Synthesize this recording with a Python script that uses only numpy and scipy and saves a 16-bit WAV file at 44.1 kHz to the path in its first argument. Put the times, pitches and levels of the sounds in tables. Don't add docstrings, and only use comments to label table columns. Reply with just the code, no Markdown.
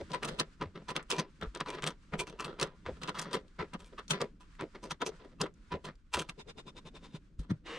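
import sys
import numpy as np
from scipy import signal
from scipy.fft import rfft, irfft
from scipy.io import wavfile

SR = 44100
rng = np.random.default_rng(int(sys.argv[2]) if len(sys.argv) > 2 else 0)


def wrap_up_sound(samples):
    columns = np.atleast_2d(samples).T
    tamed = np.clip(columns, -1, 1)
    steps = np.round(tamed * 32767).astype(np.int16)
    wavfile.write(sys.argv[1], SR, steps)


N = 343098


def from_db(db):
    return 10 ** (np.asarray(db) / 20)


def rms_one(x):
    return x / np.sqrt(np.mean(x ** 2) + 1e-20)


def in_time(rows):
    s, *columns = np.transpose(rows)
    return [np.interp(np.arange(N) / SR, s, c) for c in columns]


def band(x, low_hz, high_hz, order=2):
    sos = signal.butter(order, [low_hz, high_hz], "band", fs=SR, output="sos")
    return signal.sosfilt(sos, x)


def drift(knots_per_s):
    knots = rng.standard_normal(int(N / SR * knots_per_s) + 2)
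    return np.interp(np.arange(N) / SR * knots_per_s, np.arange(len(knots)), knots)


def grit(per_s, spread_db, size=N):
    levels_db = spread_db * np.minimum(rng.exponential(1, size), 4)
    contacts = from_db(levels_db) * rng.choice([-1, 1], size)
    happens = rng.random(size) < per_s / SR
    return rms_one(contacts * happens + 1e-9)


def body(x, modes, low_hz, high_hz, broad_db, uneven_db=0.):
    x = np.array([x, signal.unit_impulse(len(x))])
    out = from_db(broad_db) * x
    for hz, width_hz, level_db in modes + np.outer(uneven_db, [0, 0, 1]):
        r = np.exp(-np.pi * width_hz / SR)
        poles = [1, -2 * r * np.cos(2 * np.pi * hz / SR), r * r]
        zeros = [(1 - r * r) / 2, 0, (r * r - 1) / 2]
        out = out + from_db(level_db) * signal.lfilter(zeros, poles, x)
    sound, pulse = band(out, low_hz, high_hz)
    return sound / np.linalg.norm(pulse)


def coloured(spectrum, channels=2):
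    hz = np.fft.rfftfreq(N, 1 / SR) + 1
    point_hz, point_db = np.transpose(spectrum)
    shape = from_db(np.interp(np.log(hz), np.log(point_hz), point_db))
    noise = rng.standard_normal((channels, N))
    return rms_one(irfft(rfft(noise) * shape, N))


def add(out, s, sound):
    i = round(s * SR)
    out[max(i, 0):i + len(sound)] += sound[max(-i, 0):N - i]


# frequency in Hz, width in Hz, relative level in dB.
BED = [(157.2, 27, 5), (201, 96, -9.5), (308, 33, -10.5), (392.5, 93, 0), (507, 31, -7.5)]
SPINDLE = [(1001.5, 27.6, 7.5), (1180, 180, -3.5), (1313, 150, -4.5), (1575, 55, -24.5), (1944, 690, -9)]
TOOL = [(2384, 75, 15.5), (2636, 180, 15.5), (3214, 730, 13.5), (4120, 120, 7), (4770, 1900, 11.5),
        (6180, 410, -3.5), (7540, 67, -10.5), (8300, 200, -9)]
# start in seconds, t60 of the spindle part in seconds,
# spindle level in dB, bed level in dB re spindle, cutting edge level in dB re spindle.
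KNOCKS = [(0.0, 0.04, -50, 13.5, -13), (0.097, 0.32, -49, 5, -11.5), (0.131, 0.11, -34, -5.5, -17.5),
          (0.222, 0.22, -38.5, -1.5, -15), (0.246, 0.059, -42, 3.5, 4.5), (0.275, 0.097, -40.5, 1.5, -5.5),
          (0.31, 0.41, -54, 7.5, -11), (0.387, 0.091, -31.5, -1.5, -7), (0.607, 0.12, -34.5, 0.5, -25),
          (0.751, 0.12, -45.5, 4, -19), (0.803, 0.062, -59, 8.5, -32), (0.881, 0.12, -39, -5.5, -12.5),
          (0.902, 0.082, -41, -2, -7), (0.952, 0.13, -36, -2, -16), (0.992, .12, -44, -23, -35),
          (1.098, 0.047, -37, -6, -5), (1.121, 0.33, -37.5, 0, -11), (1.179, 0.11, -31, -1.5, -8),
          (1.415, 0.097, -35.5, -0.5, -26), (1.548, 0.085, -39.5, -3.5, -18), (1.599, 0.06, -33, -6, -22.5),
          (1.656, 0.22, -40, -7, -20), (1.678, 0.4, -42.5, 1, -12.5), (1.73, 0.17, -44, 0, -12.5),
          (1.776, 0.062, -44, -0.5, -29.5), (1.823, 0.2, -39, -0.5, -13), (1.863, 0.081, -32, -4, -4),
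          (1.903, 0.076, -44.5, -5, -7.5), (2.127, 0.086, -37, 4.5, -64), (2.191, .1, -32.5, -2.5, -1),
          (2.267, 0.24, -49.5, -0.5, -7), (2.296, 0.033, -50.5, 4, -1), (2.325, 0.21, -61.5, 11, -18),
          (2.39, 0.18, -37.5, -7.5, -11), (2.441, 0.11, -40, 0.5, -8), (2.477, .3, -46.5, 3.5, -18.5),
          (2.587, 0.28, -38, -3, -19), (2.612, .12, -34, -0.5, -8.5), (2.66, .04, -49.5, -5, -12.5),
          (2.855, 0.11, -38, -5, -38), (2.883, 0.076, -46.5, 12.5, -25), (2.96, 0.1, -61.5, 0, -14),
          (3.014, 0.23, -44, -1, -10), (3.077, 0.087, -35.5, -3, -14), (3.143, 0.53, -40, -6.5, -15),
          (3.184, 0.032, -38.5, -15, 0.5), (3.213, 0.13, -43.5, -6, 4), (3.254, 0.18, -46.5, 5, -23),
          (3.305, 0.25, -46, 3.5, -15), (3.332, .11, -33.5, 0.5, -8), (3.365, 0.042, -41, -2, -16),
          (3.589, 0.14, -36, -1, -33), (3.624, 0.022, -38.5, 1.5, -33), (3.732, 0.065, -40.5, 0, -21.5),
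          (3.793, 0.18, -55, 2.5, -4), (3.849, 0.19, -67.5, 1, 4.5), (3.92, 0.078, -60, 9, -22),
          (3.979, 0.085, -40.5, -7.5, -17), (4.099, 0.086, -34, -0.5, 2.5), (4.127, 0.23, -38, -0.5, -17),
          (4.203, 0.09, -33.5, 2.5, -17), (4.235, 0.14, -52.5, 3, -12), (4.4, 0.18, -61, -16, -5.5),
          (4.592, 0.091, -39.5, -5.5, -27), (4.62, 0.097, -43.5, 8, -47), (4.744, 0.11, -49, 1, -20),
          (4.828, 0.18, -47, 4, -5.5), (4.904, .068, -37, -8, -5.5), (5.009, .064, -31.5, -2.5, -17),
          (5.058, 0.092, -39, 4.5, 2), (5.107, 0.2, -59.5, 5, -35), (5.19, 0.3, -57.5, -0.5, -24),
          (5.239, 0.087, -58, 10, -16), (5.311, 0.1, -63.5, 4, -21), (5.4, 0.071, -34.5, -1.5, -12),
          (5.425, 0.12, -39.5, 4.5, -10), (5.455, 0.08, -41.5, -4, -40), (5.712, 0.12, -37, -3, -25),
          (5.737, 0.09, -38, 5, -41), (5.842, .14, -46, 5, -7), (5.869, 0.092, -42.5, -1.5, -20),
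          (6.133, 0.15, -29, -13, -5.5), (6.168, 0.093, -35.5, 1.5, -8.5), (6.188, .15, -39.5, 0.5, 3),
          (6.209, 0.028, -39.5, -6, -5), (6.286, 0.063, -44, -4, -6.5), (7.39, 0.083, -55.5, 3, 0.5),
          (7.43, 0.14, -61, -7, -9), (7.496, 0.086, -45, 3, -14.5)]
SWELL_S, REBOUND_SWELL_S, REBOUND_WITHIN_S = 0.014, 0.004, 0.047
TOOL_DB, TOOL_FOLLOWS = 3.5, 0.5
LANDING_SPREAD_DB = 5.5


def moves():
    out, t, tool_modes = np.zeros(N), np.arange(-900, 8100) / SR, np.array(TOOL)

    def burst(swell_s, t60_s):
        creep = from_db(-23.0 + 2700 * np.minimum(t, 0))
        rise = np.clip(creep + np.maximum(t, 0) / swell_s, 0, 1) ** 0.69
        return rise * from_db(-60 * np.maximum(t - swell_s, 0) / max(t60_s, 0.02))

    last_s, last_db = -1, 0
    for s, t60_s, level_db, bed_db, edge_db in KNOCKS:
        rebound = s - last_s < REBOUND_WITHIN_S and level_db < last_db
        swell_s = REBOUND_SWELL_S if rebound else SWELL_S
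        last_s, last_db = s, level_db
        rattle = grit(per_s=1800, spread_db=3.8, size=len(t))
        lands_db = LANDING_SPREAD_DB * rng.standard_normal(len(tool_modes))
        spindle = body(rattle, SPINDLE, 650, 2410, broad_db=-7, uneven_db=lands_db[:5])
        bed = body(rattle, BED, 145, 650, broad_db=-12, uneven_db=lands_db[3:])
        soft_rattle = band(rattle, 630, 3000, order=1)
        tool = body(soft_rattle, tool_modes[:5], 1890, 4360, broad_db=0.5, uneven_db=lands_db[:5])
        edge = body(rattle, tool_modes[5:], 3900, 19845, broad_db=-7.0, uneven_db=lands_db[5:])
        parts = burst(swell_s, t60_s) * spindle
        parts += from_db(bed_db) * burst(swell_s + 0.0069, 1.146 * t60_s) * bed
        parts += from_db(TOOL_DB + TOOL_FOLLOWS * edge_db) * burst(0.81 * swell_s, 0.84 * t60_s) * tool
        parts += from_db(edge_db) * burst(swell_s, 0.62 * t60_s) * edge
        add(out, s + t[0], from_db(level_db) * parts)
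    return out


# time in seconds, rub level in dB, rumble level in dB.
BETWEEN = [(0, -66, -54), (.56, -71, -64), (1.29, -74.5, -67.5), (1.37, -69.5, -63), (1.97, -74, -67.5),
           (2.07, -69.5, -64), (2.72, -75, -67), (2.9, -68, -58.5), (3.5, -73, -63), (4.29, -71, -64.5),
           (4.38, -81.5, -63), (4.52, -68, -66), (4.98, -74, -68.5), (5.2, -71, -67.5), (5.4, -80, -58),
           (5.68, -71, -66.5), (6.0, -77.5, -71), (7.1, -75, -60), (7.25, -81, -64.5), (7.78, -78, -60.5)]
# frequency in Hz, relative density in dB per Hz.
RUB = [(400, -35.5), (700, -18), (1000, -8), (1400, -3), (2000, -9.5), (5000, -15.5), (8500, -22.5),
       (14000, -34.5)]
RUMBLE = [(50, -28.5), (80, -12.5), (170, 3.5), (290, -3), (400, -13.5), (600, -21.5), (900, -41.5),
          (1500, -87)]
SWAY = [(8.8, -38), (15, 1), (43, 3), (86, -9), (120, -15.5), (160, -41.5), (260, -120)]
SWAY_DB = -59.5


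def background():
    def pair(spectrum, side_db):
        mid, side = coloured(spectrum)
        return mid + from_db(side_db) * side * [[1], [-1]]

    rub_db, rumble_db = in_time(BETWEEN)
    rub = from_db(rub_db + 2.5 * drift(30)) * pair(RUB, side_db=-3.5)
    rumble = from_db(rumble_db + 1.4 * drift(10)) * pair(RUMBLE, side_db=-13.0)
    sway = from_db(SWAY_DB + 1.0 * drift(4)) * pair(SWAY, side_db=-15.0)
    return rub + rumble + sway


# start in seconds, level in dB before the soft onset, pitch in Hz.
BUMPS = [(0.02, -39.5, 78.5), (0.317, -42, 32.3), (0.615, -42, 37.7), (0.658, -36, 89), (1.427, -37, 78.5),
         (1.469, -29.5, 49.3), (1.659, -44, 39.2), (2.121, -39, 59), (2.179, -36, 33), (2.866, -37, 83.4),
         (2.92, -36, 61.6), (3.598, -38, 70), (4.606, -45, 97), (5.399, -43, 107.4), (5.735, -34.5, 80.4),
         (6.152, -35, 74), (7.389, -25, 49.8), (7.51, -28.5, 111)]
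BUMP_T60_S, BUMP_ONSET_S = 0.13, 0.004


def bumps():
    out, t = np.zeros(N), np.arange(11025) / SR
    for s, level_db, hz in BUMPS:
        onset = 1 - np.exp(-t / BUMP_ONSET_S)
        decay = from_db(level_db - 60 * t / BUMP_T60_S)
        add(out, s, decay * onset * np.sin(2 * np.pi * hz * t))
    return out


# start in seconds, peak level in dB, ring frequency in Hz.
CLICKS = [(0.118, -30, 4500), (0.134, -29, 2980), (0.2318, -25, 2220), (0.2484, -31, 3000),
          (0.2862, -28, 2820), (0.398, -16, 4520), (0.613, -37, 3270), (0.627, -42, 2000),
          (0.9066, -34, 2650), (0.964, -18.5, 2750), (1.0277, -44.5, 7740), (1.1032, -22, 6800),
          (1.1143, -16.5, 3900), (1.1242, -19.5, 3150), (1.165, -36, 3830), (1.197, -21.5, 3700),
          (1.413, -36, 2010), (1.431, -39, 3030), (1.5496, -32, 3560), (1.573, -40, 4500),
          (1.605, -25, 3020), (1.685, -34, 3400), (1.703, -29, 3030), (1.751, -42, 4500),
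          (1.823, -32, 2490), (1.84, -22.5, 2450), (1.8738, -18.5, 3570), (2.123, -46, 1900),
          (2.139, -51, 1870), (2.1935, -27, 2800), (2.2702, -36, 2580), (2.4065, -30.5, 5360),
          (2.446, -27, 3170), (2.5983, -24, 3600), (2.6124, -21, 5300), (2.6281, -14.5, 3620),
          (2.858, -57, 1880), (2.869, -53, 1950), (3.034, -28.5, 2780), (3.076, -32.5, 3270),
          (3.094, -28.5, 3380), (3.1892, -28, 3620), (3.3115, -40.5, 3610), (3.331, -25, 3630),
          (3.481, -54, 3390), (3.592, -45, 1900), (3.615, -47, 2500), (3.7362, -35, 2600),
          (3.804, -42, 2620), (3.845, -45, 3230), (4.0805, -39, 5000), (4.1085, -24, 4570),
          (4.1332, -31, 2650), (4.2155, -20.5, 4420), (4.552, -51, 1700), (4.61, -35.5, 1890),
          (4.9088, -32, 2560), (5.017, -24.5, 2370), (5.4146, -14, 5050), (5.4657, -44, 2630),
          (5.5396, -58, 5460), (5.7224, -38, 3600), (5.853, -42, 2600), (5.954, -60, 4500),
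          (6.139, -19, 2600), (6.196, -23, 2980), (6.2951, -28, 2920), (7.512, -38, 1520)]
CLICK_T60_S, CRACK_T60_S, CRACK_DB = 0.025, 0.003, 4
SPIT_DB = -23.5


def clicks():
    out, t = np.zeros(N), np.arange(1323) / SR
    decay = from_db(-60 * t / CLICK_T60_S) + from_db(CRACK_DB - 60 * t / CRACK_T60_S)
    for s, peak_db, hz in CLICKS:
        dying = rng.standard_normal(len(t)) * decay
        ring = band(dying, hz * 0.82, hz * 1.27, order=1)
        spit = from_db(SPIT_DB) * band(dying, 1700, 19845, order=1)
        click = ring + spit
        add(out, s, from_db(peak_db) * click / np.abs(click).max())
    return out


# frequency in Hz, width in Hz, relative level in dB.
HOLDER = [(1022, 67, 8.5), (1260, 380, -3.5), (2540, 1300, -4), (3600, 115, 8.5), (5000, 260, -6),
          (6270, 200, -29)]
# time in seconds, peak level of the swell in dB.
SPINS = [(6.388, -49.5), (6.482, -47), (6.577, -48), (6.67, -49), (6.764, -48.5), (6.858, -49),
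         (6.948, -50), (7.036, -52.5), (7.143, -50.5)]
SPIN_FALL_S, SPIN_BED_DB = 0.048, -2.5
COAST_FROM_S, COAST_DB, COAST_RISE_DB_PER_S = 6.99, -69.5, 35


def spins():
    swell, push, t = np.zeros(N), np.zeros(N), np.arange(6000) / SR
    for s, peak_db in SPINS:
        holder_fall_db = 82 * np.abs((t - 0.055) / SPIN_FALL_S) ** 2.19
        bed_fall_db = 32 * np.abs((t - 0.05) / SPIN_FALL_S) ** 1.7
        add(swell, s - 0.04, from_db(peak_db - holder_fall_db))
        add(push, s - 0.04, from_db(peak_db + SPIN_BED_DB - bed_fall_db))
    coast_s = np.arange(COAST_FROM_S, SPINS[-1][0] + 0.017, 1 / SR) - COAST_FROM_S
    add(swell, COAST_FROM_S, from_db(COAST_DB + COAST_RISE_DB_PER_S * coast_s))
    knurl = grit(per_s=2200.0, spread_db=1.0)
    rasp = body(band(knurl, 500, 3500, order=1), HOLDER, 600, 15000, broad_db=-9)
    return swell * rasp + push * body(knurl, BED, 98, 530, broad_db=-7)


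# start in seconds, blow level in dB before the bed's response.
THUDS = [(7.141, -35), (7.396, -36.5), (7.493, -37), (7.504, -24.5), (7.514, -20.5)]


def thuds():
    blows = np.zeros(N)
    for s, blow_db in THUDS:
        add(blows, s, from_db(blow_db) * np.hanning(140))
    return from_db(-12.0) * body(blows + 1e-12, BED[:3], 127, 335, broad_db=-17.5)


# frequency in Hz, width in Hz, relative level in dB.
WAYS = [(316, 29, -0.5), (479, 29, -0.5), (1055, 270, -10), (1930, 650, -16), (2850, 120, -3.5),
        (3580, 26, -16), (3700, 31, -1), (4100, 110, -18)]
# time in seconds, rush level in dB, whirr pitch in Hz, whirr level in dB.
SLIDE = [(7.63, -91, 482, -78), (7.664, -46.5, 462, -75), (7.73, -44, 458, -47), (7.78, -45.5, 517, -53)]


def slide():
    rush_db, hz, whirr_db = in_time(SLIDE)
    fade_in = np.clip((np.arange(N) / SR - SLIDE[0][0]) / 0.01, 0, 1)
    rush = body(grit(per_s=8000.0, spread_db=-5.0), WAYS, 150, 2950, broad_db=-9.5)
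    tone = np.sqrt(2) * np.sin(2 * np.pi * np.cumsum(hz) / SR)
    whirr = tone * from_db(1.2 * drift(40))
    return fade_in * (from_db(rush_db) * rush + from_db(whirr_db) * whirr)


NEAR_T60_S, NEAR_DB, NEAR_CUT_HZ = 0.038, -6.5, 1450


def nearby(x):
    t, echo = np.arange(4000) / SR, 0
    thin = band(x, NEAR_CUT_HZ, 14000, order=1)
    for noise in rng.standard_normal((3, len(t))):
        tail = noise * from_db(-60 * t / NEAR_T60_S)
        echo = echo + signal.fftconvolve(thin * drift(5.6), tail / np.linalg.norm(tail))[:N]
    return from_db(NEAR_DB) * echo * [[1], [-1]]


LEFT_DB, LEFT_LAG_S = 0.65, 2.5e-5


def scene():
    lathe = moves() + bumps() + clicks() + spins() + thuds() + slide()
    hz = np.fft.rfftfreq(N, 1 / SR)
    lag_s = LEFT_LAG_S * np.exp(-(hz / 7000) ** 2)
    shade_db = 4.5 * (hz / 12000) ** 4
    left_response = from_db(LEFT_DB - shade_db) * np.exp(-2j * np.pi * hz * lag_s)
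    left = irfft(rfft(lathe) * left_response, N)
    return np.array([left, lathe]) + nearby(lathe) + background()


MIC_TOP_HZ, CUTOFF_HZ = 9160, 15700


def record(dry):
    heard = signal.sosfilt(signal.cheby1(3, 1.2, MIC_TOP_HZ, fs=SR, output="sos"), dry)
    return signal.sosfilt(signal.ellip(10, 0.5, 70, CUTOFF_HZ, fs=SR, output="sos"), heard)


dry = scene()
out = record(dry)
wrap_up_sound(out)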